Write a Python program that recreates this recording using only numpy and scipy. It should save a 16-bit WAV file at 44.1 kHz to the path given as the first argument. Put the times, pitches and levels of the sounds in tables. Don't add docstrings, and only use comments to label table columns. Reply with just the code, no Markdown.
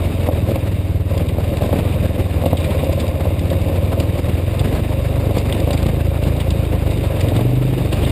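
import sys
import numpy as np
from scipy import signal
from scipy.fft import rfft, irfft
from scipy.io import wavfile
from scipy.ndimage import uniform_filter1d

SR = 44100
rng = np.random.default_rng(int(sys.argv[2]) if len(sys.argv) > 2 else 0)


def to_wav(sig):
    pcm = np.clip(np.atleast_2d(sig), -1, 1) * 32767
    pcm = np.round(pcm).astype(np.int16)
    wavfile.write(sys.argv[1], SR, pcm.T)


def linear_from_db(decibels):
    return 10 ** (np.asarray(decibels, float) / 20)


N = 357651
T = np.arange(N) / SR


def evened(x):
    return x / np.sqrt(np.mean(x ** 2) + 1e-20)


def curves(rows):
    s, *columns = np.transpose(rows)
    return [np.interp(T, s, c) for c in columns]


def ring(x, modes, twice=False):
    out = 0
    for k, (hz, width_hz, db) in enumerate(modes):
        b, a = signal.iirpeak(hz, hz / width_hz, SR)
        rung = signal.lfilter(b, a, x)
        if twice:
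            rung = signal.lfilter(b, a, rung)
        out = out + (-1) ** k * linear_from_db(db) * rung
    return out


def clicks(per_s, spread_db):
    when, size, sign = rng.random((N, 3)).T
    level = linear_from_db(-spread_db * np.log(size + .02))
    return (when < per_s / SR) * level * np.sign(sign - .5)


# (time [s], roar level [dB], housing shake level [dB])
TRAIL = [(0, -22.5, -38), (.43, -23, -28), (.9, -26.5, -40.5), (1.04, -29.5, -35.5), (1.13, -23.5, -24),
         (1.3, -26, -32), (1.56, -22, -27), (2.26, -23, -32), (2.7, -21, -25), (3.18, -23.5, -27.5),
         (3.9, -23.5, -31), (5.3, -22.5, -30), (5.6, -20, -30.5), (6.0, -24, -34.5), (6.7, -23, -33.5),
         (7.27, -20, -27), (7.55, -24.5, -35), (8.11, -20, -44)]
# (frequency [Hz], relative density [dB per Hz])
ROAR_COLOUR = [(15, -39), (25, -10), (65, -7), (99, -2), (211, -9.5), (304, -12), (383, -14.5),
               (565, -13.5), (854, -24.5), (1030, -26.5), (1450, -33.5), (2240, -31.5), (3710, -36.5),
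               (4880, -42.5), (6000, -52.5), (7800, -97), (13200, -120)]


def roar():
    frames = N // 128 + 6
    real, imaginary, patches = rng.standard_normal((frames, 257, 3)).T
    patches = uniform_filter1d(patches, size=8, axis=0)
    patches = evened(uniform_filter1d(patches, size=14, axis=1))
    jolts = evened(uniform_filter1d(rng.exponential(1, frames) - 1, size=6))
    flicker_db = 1.31 * patches + 2.62 * np.minimum(jolts, 3)
    spectrum = (real + 1j * imaginary) * linear_from_db(flicker_db)
    noise = signal.istft(spectrum, nperseg=512, noverlap=384)[1][:N]

    table_hz, table_db = np.transpose(ROAR_COLOUR)
    hz = np.fft.rfftfreq(N, 1 / SR)
    colour = linear_from_db(np.interp(np.log(hz + 1), np.log(table_hz + 1), table_db))
    colour = colour * np.clip(hz / 150, .7, 1)
    roar_db = curves(TRAIL)[0]
    return linear_from_db(roar_db) * evened(irfft(rfft(noise) * colour, N))


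# (frequency [Hz], width [Hz], relative level [dB])
HOUSING = [(292, 115, -4.5), (546, 94, 0.5), (676, 108, -14), (1044, 117, -16.5)]
# (time [s], relative strike level [dB])
KNOCKS = [(0.276, -11), (0.288, -3), (0.558, -7.5), (1.384, -11), (1.621, -8.5), (1.644, -11.5),
          (1.729, -5.5), (2.438, -7), (2.461, -3), (2.531, -2), (2.836, -10.5), (3.087, -13),
          (3.255, -10.5), (3.306, -12), (5.309, -10), (5.675, -8.5), (5.705, -7.5), (7.32, -9.5),
          (7.391, -8.5)]


def housing():
    shake_db = curves(TRAIL)[1]
    rattle = linear_from_db(shake_db) * evened(ring(clicks(250, 5.6), HOUSING, twice=True))
    blows = np.zeros(N)
    for (s, db), (first, second) in zip(KNOCKS, rng.random((len(KNOCKS), 2))):
        first_s, second_s = s + .004 + .006 * first, s + .012 + .012 * second
        blows[round(s * SR)] += linear_from_db(db)
        blows[round(first_s * SR)] -= linear_from_db(db - 6)
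        blows[round(second_s * SR)] += linear_from_db(db - 11)
    blows = signal.oaconvolve(blows, signal.windows.hann(56))[:N]
    knocks = sum(ring(blows, [mode]) for mode in HOUSING)
    return rattle + linear_from_db(9.0) * knocks


BUZZ_UNDER_ROAR_DB = -19
SMALL_CLACKS, SMALL_CLACK_DB, SMALL_SPREAD_DB, SMALL_SETTLING_MS = 20, -39.5, 2.5, 3
# (frequency [Hz], width [Hz], relative level [dB])
LATCH = [(2130, 430, -3), (2434, 370, -0.5), (2774, 400, 0), (3694, 310, 0.5), (4800, 360, -7.5)]
# (time [s], level [dB], settling time [ms])
CLACKS = [(0.5561, -33, 3), (1.1782, -34, 2.1), (1.287, -34.5, 3.3), (1.571, -34, 1.2), (2.455, -31.5, 7.4),
          (2.5695, -29.5, 5), (2.6384, -30.5, 8.7), (2.7053, -37, 5), (2.789, -36, 4.1), (2.842, -36, 4.6),
          (2.926, -35, 3.7), (2.9976, -30.5, 5.7), (3.067, -40, 3.5), (3.3927, -35, 2.1), (3.5015, -34, 3),
          (4.001, -28, 2.5), (4.593, -30, 4.6), (5.383, -30.5, 3.8), (5.526, -27, 1.6), (5.602, -34, 2),
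          (5.7085, -29, 1.5), (5.7314, -30, 2.5), (5.7758, -32, 2.3), (5.8285, -36, 1.8),
          (5.8661, -34, 1.7), (6.236, -35, 2.5), (6.3999, -30.5, 5.4), (6.5056, -30.5, 2),
          (6.9108, -35, 2.6), (7.207, -29.5, 3.7), (7.2837, -34, 4.2), (7.3642, -31.5, 3),
          (7.926, -32, 3.2), (8.0474, -30.5, 4)]


def latch():
    buzz_db = curves(TRAIL)[0] + BUZZ_UNDER_ROAR_DB
    out = linear_from_db(buzz_db) * evened(ring(clicks(900, 3.1), LATCH, twice=True))

    small = []
    for when, size in rng.random((SMALL_CLACKS, 2)):
        s = .01 + when * (T[-1] - .02)
        small.append((s, SMALL_CLACK_DB + SMALL_SPREAD_DB * (2 * size - 1), SMALL_SETTLING_MS))

    ms = np.arange(2000) / SR * 1000
    for s, db, settling_ms in CLACKS + small:
        u = ms / max(settling_ms, 1)
        build = (1 - np.exp(-u / .6)) ** 2
        settle = np.exp(-u) + .2 * np.exp(-u / 3.5)
        burst = rng.standard_normal(len(u)) * build * settle
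        colour_db = 3 * rng.standard_normal(len(LATCH)).repeat(2)
        modes = [(hz, width, level + d) for (hz, width, level), d in zip(LATCH + HOUSING[-1:], colour_db)]
        sound = ring(burst, modes)
        part = out[round((s - .002) * SR):][:len(u)]
        part += (linear_from_db(db) * sound / sound[:600].std())[:len(part)]
    return out


SPREAD_TOP_HZ = 115
BLIP_S, OPEN_S, HELD_S, CLOSE_S = 7.24, 0.14, .33, 0.14
BARK_DB, BARK_OPEN_DB, BARK_SAG_DB_PER_S = -32, 10, 9.5
FRAME_HZ, FRAME_DB, FRAME_DB_PER_HZ = 145.6, -28.5, -0.1592
# (time [s], firings a second [Hz])
SPEED = [(0, 21.9), (.27, 21.9), (.37, 19.7), (.6, 19.8), (.82, 18.55), (1.19, 18.39), (1.41, 20.52),
         (1.98, 21.23), (2.43, 17.22), (3.16, 15.49), (3.36, 17.95), (3.73, 17.58), (3.96, 20.04),
         (4.32, 20.5), (4.52, 22.76), (4.98, 24.84), (5.54, 23.78), (5.71, 26.64), (6.33, 27.8),
         (6.73, 26.77), (6.92, 24.35), (7.12, 24.06), (7.32, 21.34), (7.52, 25.04), (7.71, 26.03),
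         (7.91, 23.95), (8.11, 25.27)]
# (frequency [Hz], level [dB])
PIPE = [(30, -55), (48, -36.5), (62, -30), (75, -22.5), (88, -19), (105, -24.5), (128, -25.5), (165, -32.5),
        (220, -43)]
# (order, strength [dB], change at open throttle [dB])
ORDERS = [(2, 9.5, 0), (3, 0.5, -17), (4, -0.7, -4), (5, 0.04, 8.5), (6, -2, -4), (7, -5.5, -12)]
# (frequency [Hz], width [Hz], relative level [dB])
BARK = [(171, 72, -7), (298.6, 79, 3), (420, 37, 1)]


def engine():
    rate = curves(SPEED)[0]
    turns = np.cumsum(rate) / SR
    since = T - BLIP_S
    closing = (OPEN_S + HELD_S + CLOSE_S - since) / CLOSE_S
    throttle = np.clip(np.minimum(since / OPEN_S, closing), 0, 1)

    chance = rng.standard_normal((400, 3))
    chance[1:, 0] -= .7 * chance[:-1, 0]
    strength, lag = (np.interp(turns, np.arange(400) + .45, c) for c in chance.T[:2])
    uneven_db = 1.3 - .6 * throttle

    pipe_hz, pipe_db = np.transpose(PIPE)
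    lead = .023 * np.maximum(rate - 21, 0)
    thump = 0
    for order, db, open_db in ORDERS:
        k = round(order)
        through_pipe_db = np.interp(np.log(k * rate), np.log(pipe_hz), pipe_db)
        level_db = db + open_db * throttle + through_pipe_db
        bent = np.minimum(k, SPREAD_TOP_HZ / rate)
        sweep = .35 + .095 * k + .06 * bent * (2 * k - bent) + (k - 3.3) * lead
        phase = k * (turns + .008 * lag) + sweep
        thump = thump + np.sqrt(2) * linear_from_db(level_db) * np.cos(2 * np.pi * phase)

    ninth = 9
    hum_db = FRAME_DB + FRAME_DB_PER_HZ * abs(ninth * rate - FRAME_HZ)
    hum = np.sqrt(2) * linear_from_db(hum_db) * np.sin(2 * np.pi * ninth * turns)

    fired = np.diff(np.floor(turns + .94), prepend=0) > 0
    pulse = fired * linear_from_db(1.4 * chance[turns.astype(int), 2])
    pulse = signal.oaconvolve(pulse, signal.windows.hann(130))[:N]
    sag_db = BARK_SAG_DB_PER_S * np.maximum(since - OPEN_S, 0)
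    bark_db = BARK_DB + throttle * (BARK_OPEN_DB - sag_db)
    bark = linear_from_db(bark_db) * evened(sum(ring(pulse, [mode]) for mode in BARK))
    return thump * linear_from_db(uneven_db * strength) + hum + bark


def scene():
    return np.tile(roar() + housing() + latch() + engine(), (2, 1))


def top_cut(x):
    return signal.sosfilt(signal.butter(12, 16530, fs=SR, output="sos"), x)


def record(dry):
    peak_db = 20 * np.log10(abs(dry[0]) + 1e-6)
    fall_db = T * 90
    envelope_db = np.maximum.accumulate(peak_db + fall_db) - fall_db
    over_db = np.maximum(envelope_db + 5.5, 0)
    over_db = signal.lfilter([.003], [1, -.997], over_db)
    ducked = np.clip(dry[0] / linear_from_db(.9 * over_db), -1, 1)

    slow = signal.resample_poly(ducked, 40, 147)
    held = np.repeat(slow, 4)
    held = signal.resample_poly(held, 147, 160)[:N]
    held = signal.oaconvolve(held, signal.firwin(601, 15250, fs=SR), "same")
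    held = np.pad(held, (0, N - len(held)))
    return top_cut(np.tile(held, (2, 1)))


dry = scene()
out = record(dry)
to_wav(out)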